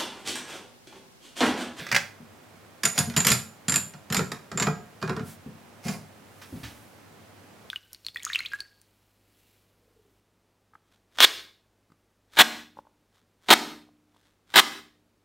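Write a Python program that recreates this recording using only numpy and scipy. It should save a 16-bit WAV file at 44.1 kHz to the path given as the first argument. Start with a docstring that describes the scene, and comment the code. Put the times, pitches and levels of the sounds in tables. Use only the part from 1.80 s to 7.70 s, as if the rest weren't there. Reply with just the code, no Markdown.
"""A steel key clicks and rings against the teeth of a drill press chuck, tightening it turn by turn.
Each impact excites damped modes of key and chuck, duller as the jaws grip the bolt; the key's pin
scrapes in its socket, and the machine's head thuds under each push. The feed handle clacks at the
start; near the end a hand slides on the key, and later cloth brushes as the hands settle. The walls
of the small workshop answer briefly, over still air and a faint hum."""
import sys
import numpy as np
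from scipy import signal
from scipy.fft import rfft, irfft, next_fast_len
from scipy.io import wavfile
from scipy.ndimage import uniform_filter1d

SR = 44100
rng = np.random.default_rng(int(sys.argv[2]) if len(sys.argv) > 2 else 0)


def dump(signal):
    """Clip the signal to [-1, 1] and save it as 16-bit WAV at the path in sys.argv[1]."""
    limited = np.clip(np.atleast_2d(signal).T, -1, 1)
    pcm = np.round(limited * 32767).astype(np.int16)
    wavfile.write(sys.argv[1], SR, pcm)


N = 260222
TIME = np.arange(N) / SR  # the whole scene [s]
T = np.arange(SR // 2) / SR  # one event [s]

# Levels in all tables are relative: each source adds its own gain.
# the key's teeth strike the chuck's: (time [s], click level [dB], chatter [s], ring level [dB])
TOOTH_STRIKES = [ (1.0332, -17, .005, -25.5), (1.0515, -14, 0.005, -10), (1.1777, -14.5, 0.0042, -22),
                 (1.1873, -13, 0.003, -15.5), (1.2983, -27, 0.00095, -43), (1.3376, -35.5, 0.0046, -60),
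                 (1.3635, -16, 0.0069, -14), (1.3752, -14.5, 0.0027, -13.5), (1.4025, -21, 0.0035, -13.5),
                 (1.4474, -16.5, .005, -20.5), (1.468, -8, 0.0027, -33), (1.4811, -15.5, 0.011, -18),
                 (1.5018, -19, 0.0077, -12.5), (1.5162, -11.5, 0.0056, -16.5),
                 (1.5274, -21.5, 0.00084, -19), (1.882, -18.5, 0.0048, -18), (1.8954, -17.5, 0.0013, -17),
                 (1.92, -19.5, 0.0035, -20), (1.94, -16.5, 0.0024, -22), (1.9584, -11, 0.00046, -11.5),
                 (2.136, -39.5, .003, -70), (2.301, -25, 0.0016, -37), (2.324, -14.5, 0.0013, -23),
                 (2.3448, -13.5, 0.0024, -31), (2.3665, -17, 0.0038, -17.5), (2.517, -21.5, 0.0018, -42),
                 (2.7156, -28.5, 0.0023, -45), (2.7741, -23, 0.004, -19), (2.7981, -18.5, 0.0034, -19.5),
                 (2.8219, -19, 0.0069, -18.5), (3.215, -34.5, 0.0024, -55), (4.0815, -26, 0.0038, -32.5)]
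# the jaws bite into the bolt, ending each of the last turns: (time [s], clunk level [dB])
JAW_BITES = [(2.3914, -21.5), (2.8682, -19.5), (3.2254, -26), (3.2762, -30.5), (3.2943, -24.5),
             (3.3643, -30), (3.3945, -35.5)]


def amp(db):
    """Amplitude ratio of a level in decibels."""
    return 10 ** (np.asarray(db) / 20)


def unit(x):
    """Normalisation to rms 1."""
    return x / np.sqrt(np.mean(x ** 2) + 1e-20)


def along(points, hz):
    """Interpolation of (frequency, value) points on a logarithmic frequency axis."""
    freqs, values = np.transpose(points)
    return np.interp(np.log(hz + 1), np.log(freqs + 1), values)


def filtered(x, response):
    """Linear filtering: the spectrum is multiplied by a frequency response."""
    n = x.shape[-1]
    padded = next_fast_len(n + 4096)
    return irfft(rfft(x, padded) * response(np.fft.rfftfreq(padded, 1 / SR)), padded)[..., :n]


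def noise(spectrum, size):
    """Spectral shaping turns white noise into coloured noise of rms 1."""
    return unit(filtered(rng.standard_normal(size), lambda hz: amp(along(spectrum, hz))))


def fade(t60, attack, hold=0):
    """Exponential damping, after a quick rise and a hold while the surfaces chatter (all in seconds)."""
    return np.exp(-np.log(1000) * np.maximum(T - hold, 0) / t60) * (1 - np.exp(-T / attack))


def burst(spectrum, t60, attack, hold=0):
    """Modal overlap: countless damped modes are heard as one dying noise."""
    return noise(spectrum, len(T)) * fade(t60, attack, hold)


def ring(modes, attack, scatter_db, stretch=1, looseness=1):
    """Modal superposition: each blow shares its energy anew, and loose contact scatters the phases."""
    hz, db, t60 = np.transpose(modes)[:, :, None]
    gain = amp(db + scatter_db * rng.standard_normal(hz.shape))
    phase = looseness * rng.uniform(-np.pi, np.pi, hz.shape)
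    partials = gain * fade(t60, attack) * np.sin(2 * np.pi * hz * stretch * T + phase)
    return unit(partials.sum(axis=0)) / 10


def swells(strokes):
    """Amplitude envelope of rubbing: one Gaussian pulse for each stroke."""
    return sum(amp(db) * np.exp(-.5 * ((TIME - s) / width) ** 2) for s, db, width in strokes)


def add(track, s, sound):
    """Superposition of a sound on the track at time s."""
    start = max(round(s * SR), 0)
    part = track[..., start:start + sound.shape[-1]]
    part += sound[..., :part.shape[-1]]


def grip(s):
    """Clamping of the bolt by the jaws at time s."""
    # firmness of the hold: (time [s], grip [0-1])
    firmness = [(1.0, 0.45), (1.9, 0.28), (2.35, 0.55), (2.8, 1), (3.3, 0.6)]
    return np.interp(s, *np.transpose(firmness))


def coupled_level(s, click_db, offset_db, slope, grip_db):
    """Coupling: the level a tooth excites depends on the strength of its click and on the grip."""
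    firm_click_db = -16
    return click_db + offset_db + slope * (click_db - firm_click_db) + grip_db * grip(s)


def room_tone():
    """Ambient noise floor, as mid and side: still air and a faint hum with slight phase modulation."""
    # spectrum of the still room: (frequency [Hz], level [dB])
    air = [(25, -38), (50, -26), (75, -15), (100, -3), (125, -9), (220, -5), (340, -10), (620, -11),
           (1070, -15), (2050, -19), (3800, -25.5), (8000, -30), (16000, -34)]
    waver = np.interp(TIME, np.arange(0, 7, .1), rng.standard_normal(70))
    hum = amp(-61) * np.sin(2 * np.pi * 100 * TIME + 0.52 * waver)
    return np.array([amp(-53.5) * noise(air, N) + hum, amp(-48) * noise(air, N)])


def in_room(sound, wet_db):
    """Reverberation: convolution with decaying noise adds the walls' reflections, as mid and side."""
    # reverberation time of the workshop: (frequency [Hz], t60 [s])
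    walls = [(100, 0.56), (260, 0.33), (700, 0.4), (1800, 0.32), (5000, 0.32), (13000, 0.35)]
    hz, t, spectra = signal.stft(rng.standard_normal((2, len(T))), SR, nperseg=256)
    decay = np.exp(-np.log(1000) * t / along(walls, hz)[:, None])
    tail = signal.istft(spectra * decay, SR, nperseg=256)[1][:, :len(T)]
    # the column and the nearest wall answer first and strongest
    tail = tail * (1 - np.exp(-T / 0.0017)) * (1 + 1.11 * np.exp(-T / 0.011))
    tail /= np.linalg.norm(tail[0])
    mid, side = amp(wet_db) * signal.fftconvolve(sound[None], tail, axes=1)[:, :len(T)]
    return np.array([sound + mid, side])


def hands():
    """Friction and soft impact: a hand slides on the key; later cloth brushes as the hands settle."""
    # spectra of a rubbing hiss, a soft thump and rustling cloth: (frequency [Hz], level [dB])
    hiss = [(2000, -7), (4500, -7.5), (7500, -6), (10000, -4), (15000, -8.5)]
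    soft_thump = [(30, -24), (55, -10), (78, 5), (150, -4), (260, -3.5), (450, -21), (900, -31),
                  (4000, -60)]
    cloth = [(250, -19), (700, 4.5), (1700, 7.5), (3500, 4.5), (6000, -1), (10000, -11), (16000, -11)]
    # a hand slides on the key, later cloth brushes: (time [s], level [dB], width [s])
    rubs = [(3.50, -48.5, 0.036), (4.82, -57, 0.2)]
    # hands come to rest on the lap: (time [s], thump level [dB], rustle level [dB], t60 [s])
    landings = [(4.614, -72, -41, 0.17), (4.724, -31, -76, 0.16), (4.752, -40, -54, 0.4),
                (4.83, -38.5, -38, 0.3)]
    out = np.zeros((2, N))
    out[0] = noise(hiss, N) * swells(rubs)
    for s, thump_db, rustle_db, t60 in landings:
        thump = amp(thump_db) * burst(soft_thump, t60, attack=0.0023)
        rustle = amp(rustle_db) * burst(cloth, t60, attack=0.0048)
        add(out, s, in_room(thump + rustle, wet_db=-6))
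    return out


def pin_scrape():
    """Stick-slip friction: the key's pin moves in its socket by many tiny slips."""
    # slides of the pin: (time [s], level [dB], width [s])
    slides = [(1.17, -40, 0.015), (4.073, -41, 0.021), (4.124, -45.5, 0.021)]
    # spectrum of the scrape: (frequency [Hz], level [dB])
    friction = [(200, -31), (400, -1), (560, 6.5), (750, 5.5), (1300, -8), (1800, -2), (2350, 1),
                (3200, -10), (5000, -1.5), (7200, -8.5), (10000, -9), (16000, -17)]
    slips = np.abs(uniform_filter1d(rng.exponential(size=N) ** 4, size=40)) ** .5
    scrape = swells(slides) * unit(slips * noise(friction, N))
    out = np.zeros((2, N))
    for s in np.arange(0, N / SR, .25):  # short pieces leave space for each one's tail
        piece = scrape[round(s * SR):][:SR // 4]
        add(out, s, in_room(np.pad(piece, (0, len(T) - len(piece))), wet_db=3))
    return out


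def feed_handle():
    """Impact excitation: the handle spins back and rattles against its stop, and its rods ring freely."""
    # whir of the spinning hub: (time [s], level [dB])
    spin = [(0, -36), (.03, -40), (.06, -44), (.11, -43), (.16, -50), (.3, -120)]
    # spectra of the hub and of a blow on the stop: (frequency [Hz], level [dB])
    hub = [(30, -38), (90, -14), (150, 1), (600, -6), (1000, -16), (1450, -7), (1620, 5), (1800, -8),
           (1990, -5), (2200, -5.5), (3100, -11.5), (3450, -0.5), (3900, -11), (4700, -13), (7000, -21.5),
           (15000, -27)]
    stop = [(200, -21), (500, -12), (1000, -6.5), (1600, 1), (2400, 1), (3400, -12.5), (4800, -5.5),
            (7000, -12.5), (9000, -20.5), (16000, -27)]
    # knocks on the stop: (time [s], clack level [dB], ring level [dB], chatter [s])
    knocks = [(0.0658, -30, -36, 0.003), (0.0886, -29.5, -50, 0.00042), (0.1153, -11.5, -27, 0),
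              (0.124, -15, -16, 0.0028), (0.1465, -11, -20, 0), (0.152, -12, -28, 0),
              (0.1627, -9, -25, 0.0032)]
    # modes of the rods: (frequency [Hz], level [dB], t60 [s])
    rod_modes = [(572, -1, 0.14), (1586, 4.5, 0.25), (1634, -4, 0.26), (2004, 1, 0.37), (2100, -8, .14),
                 (2490, 7, 0.12), (3400, -20, 0.22), (3600, -28, 0.35), (4480, -4, 0.18)]
    out = np.zeros((2, N))
    out[0] = amp(np.interp(TIME, *np.transpose(spin))) * noise(hub, N)
    for s, clack_db, ring_db, chatter in knocks:
        clack = amp(clack_db - 5) * burst(stop, t60=0.031, attack=.0002, hold=chatter)
        rods = amp(ring_db - 7) * ring(rod_modes, attack=0.00053, scatter_db=2.5)
        add(out, s, in_room(clack + rods, wet_db=-5))
    return out


def thud(db, upper_db):
    """Free vibration of the whole head after one jolt, pitched a little differently each time."""
    # low and upper modes of the head: (frequency [Hz], level [dB], t60 [s])
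    low_modes = [(89.5, -16, 0.33), (125, -4, 0.13), (152.9, 0.5, 0.13), (185.7, 0, 0.1),
                 (223.1, 0.5, 0.11)]
    upper_modes = [(274.5, -7.5, 0.16), (378.7, -2, 0.14), (433.7, -2, 0.13), (506, -14.5, 0.2)]
    detune = np.exp(.03 * rng.standard_normal())
    low = amp(-5) * ring(low_modes, attack=0.0071, scatter_db=1.5, stretch=detune, looseness=0.61)
    upper = amp(upper_db - 3.5) * ring(upper_modes, attack=0.01, scatter_db=3.5)
    return in_room(amp(db) * (low + upper), wet_db=-5.5)


def machine_head():
    """Structure-borne sound: each shove, tooth and bite takes up play in the spindle and jolts the head."""
    # the hands shove the head: (time [s], level [dB])
    shoves = [(0.004, -31), (0.125, -20.5), (0.402, -31.5), (1.182, -13), (1.273, -20.5), (1.364, -11),
              (1.456, -15), (1.505, -11), (1.883, -15.5), (2.303, -17.5), (2.373, -13.5), (2.748, -19.5),
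              (2.81, -15.5), (2.884, -17), (3.407, -18), (3.661, -24), (4.053, -17), (4.091, -18),
              (4.154, -25)]
    lag_s, low_cut_hz = 0.00402, 60
    out = np.zeros((2, N))
    jolts = [(s + lag_s, coupled_level(s, db, offset_db=-8, slope=-0.55, grip_db=2.4))
             for s, db, _, _ in TOOTH_STRIKES]
    for s, db in list(shoves) + jolts:
        # a tighter chuck passes on more of the upper modes
        add(out, s, thud(db, upper_db=-21 + 8.5 * grip(s)))
    for s, db in JAW_BITES:
        add(out, s + lag_s, thud(db + 8, upper_db=-6.5))
    # the casting radiates little of its slowest motion
    return filtered(out, lambda hz: (1j * hz / (low_cut_hz + 1j * hz)) ** 2)


def steel_contact(s, chatter, click_db, treble_db, clunk_db, ring_db):
    """Impact of steel on steel: a noisy transient and the damped modes of sleeve, chuck and key."""
    # spectra of the impact's click, treble and clunk: (frequency [Hz], level [dB])
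    click_band = [(500, -27), (1200, -4.5), (1800, 2), (2800, 1), (3600, -1), (5200, 0), (6500, -6.5),
                  (8500, -12.5), (15000, -40)]
    treble_band = [(4000, -28), (7000, 7), (8400, 2), (9700, -0.5), (11200, 3), (12000, -1), (13300, 5),
                   (14000, -17), (16000, -32)]
    clunk_band = [(150, -20), (330, -1), (550, -2), (800, -1.5), (1400, 2.5), (2000, -6.5), (3500, -39)]
    # modes of the toothed sleeve and of the chuck with its spindle: (frequency [Hz], level [dB], t60 [s])
    sleeve_modes = [(7860, 5, .08), (8580, 9.5, 0.12), (10800, -14, 0.111), (10500, 3, .13),
                    (11300, 8, 0.14), (11600, 1, .13), (12100, 0, 0.08), (12400, -4, .16),
                    (12600, 10.5, 0.125), (13900, -4, 0.099), (13300, 2, 0.12), (13220, -7, 0.071)]
    chuck_modes = [(712.2, 12.5, 0.3), (910, -11, 0.077), (1131, -34, 0.13), (1366, 24, 0.11),
                   (1500, -18.5, 0.34), (1620, 6, 0.48), (1650, 8.5, 0.37), (1724, -6, 0.26),
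                   (2130, -33, .18), (2447, 15.5, 0.1), (2620, -26.5, 0.164)]
    # a cluster of the key's close modes: (frequency ratio [1], level [dB], t60 [s])
    key_modes = [(.976, -0.5, 0.045), (.982, -4.5, 0.19), (.989, -1.5, 0.25), (.999, -3.5, 0.43),
                 (1.009, -2.5, 0.16), (1.017, -5, 0.091), (1.027, -2, 0.12), (1.04, -10, .15),
                 (1.058, -4.5, .11)]
    # each hold of the fingers retunes the key: (start [s], ring [Hz], overtone [Hz], overtone level [dB])
    holds = [(1.0, 6940, 9100, -6.5), (1.15, 6910, 9430, -2.5), (1.32, 7046, 9070, -15.5),
             (1.43, 7040, 9430, -9), (1.8, 7200, 9500, -10), (2.2, 7010, 9400, -18),
             (2.65, 7020, 9300, -36)]
    _, ring_hz, overtone_hz, overtone_db = holds[sum(s >= hold[0] for hold in holds[1:])]
    click = amp(click_db - 7) * burst(click_band, t60=.022, attack=0.00054, hold=chatter)
    treble = burst(treble_band, t60=.022, attack=0.00017, hold=chatter)
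    sleeve = amp(-8) * ring(sleeve_modes, attack=0.00048, scatter_db=0)
    clunk = burst(clunk_band, t60=0.1, attack=0.0012, hold=chatter)
    chuck = amp(-3.5) * ring(chuck_modes, attack=0.00031, scatter_db=5.5)
    impact = click + amp(treble_db) * (treble + sleeve) + amp(clunk_db - 4) * (clunk + chuck)
    rise = 0.00022 + 0.22 * chatter  # longer chatter builds the ring more slowly
    bending = ring(key_modes, attack=rise, scatter_db=5, stretch=ring_hz)
    overtone = amp(overtone_db) * ring(key_modes, attack=rise, scatter_db=9, stretch=overtone_hz)
    finger_damping = 0.2 + 1.73 * np.exp(-T / 0.0075)
    key_ring = amp(ring_db - 3.5) * finger_damping * (bending + overtone)
    return in_room(impact + key_ring, wet_db=-3)


def chuck_key():
    """Impacts of meshing teeth: brighter when harder, heavier as the grip grows; bites mostly clunk."""
    out = np.zeros((2, N))
    for s, click_db, chatter, ring_db in TOOTH_STRIKES:
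        treble_db = coupled_level(s, click_db, offset_db=-12, slope=0.67, grip_db=-6)
        clunk_db = coupled_level(s, click_db, offset_db=-16, slope=-0.33, grip_db=8)
        add(out, s, steel_contact(s, chatter, click_db, treble_db, clunk_db, ring_db))
    for s, db in JAW_BITES:
        bite = steel_contact(s, chatter=.002, click_db=db - 1.5, treble_db=db - 28,
                             clunk_db=db, ring_db=db - 22)
        add(out, s, bite)
    return out


def scene():
    """Mid-side stereo: the sources sum near the centre, and a level difference leans them to the right."""
    # gain of the side signal: (frequency [Hz], level [dB])
    spread = [(120, -12.5), (600, -9), (2500, -9), (8000, -8.5), (13000, -11)]
    # left over right: (frequency [Hz], level difference [dB])
    lean = [(100, 1.1), (250, 1), (600, -2), (1500, -3.5), (4000, -2.4), (9000, -1.5), (13000, 0.5)]
    mid, side = feed_handle() + chuck_key() + pin_scrape() + machine_head() + hands() + room_tone()
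    side = filtered(side, lambda hz: amp(along(spread, hz)))
    stereo = np.array([mid + side, mid - side])
    return filtered(stereo, lambda hz: amp(np.outer([.5, -.5], along(lean, hz))))


def record(dry):
    """Band limiting: an ideal low-pass filter removes the highest treble."""
    return filtered(dry, lambda hz: hz < 16200)


dry = scene()
out = record(dry)
dump(out)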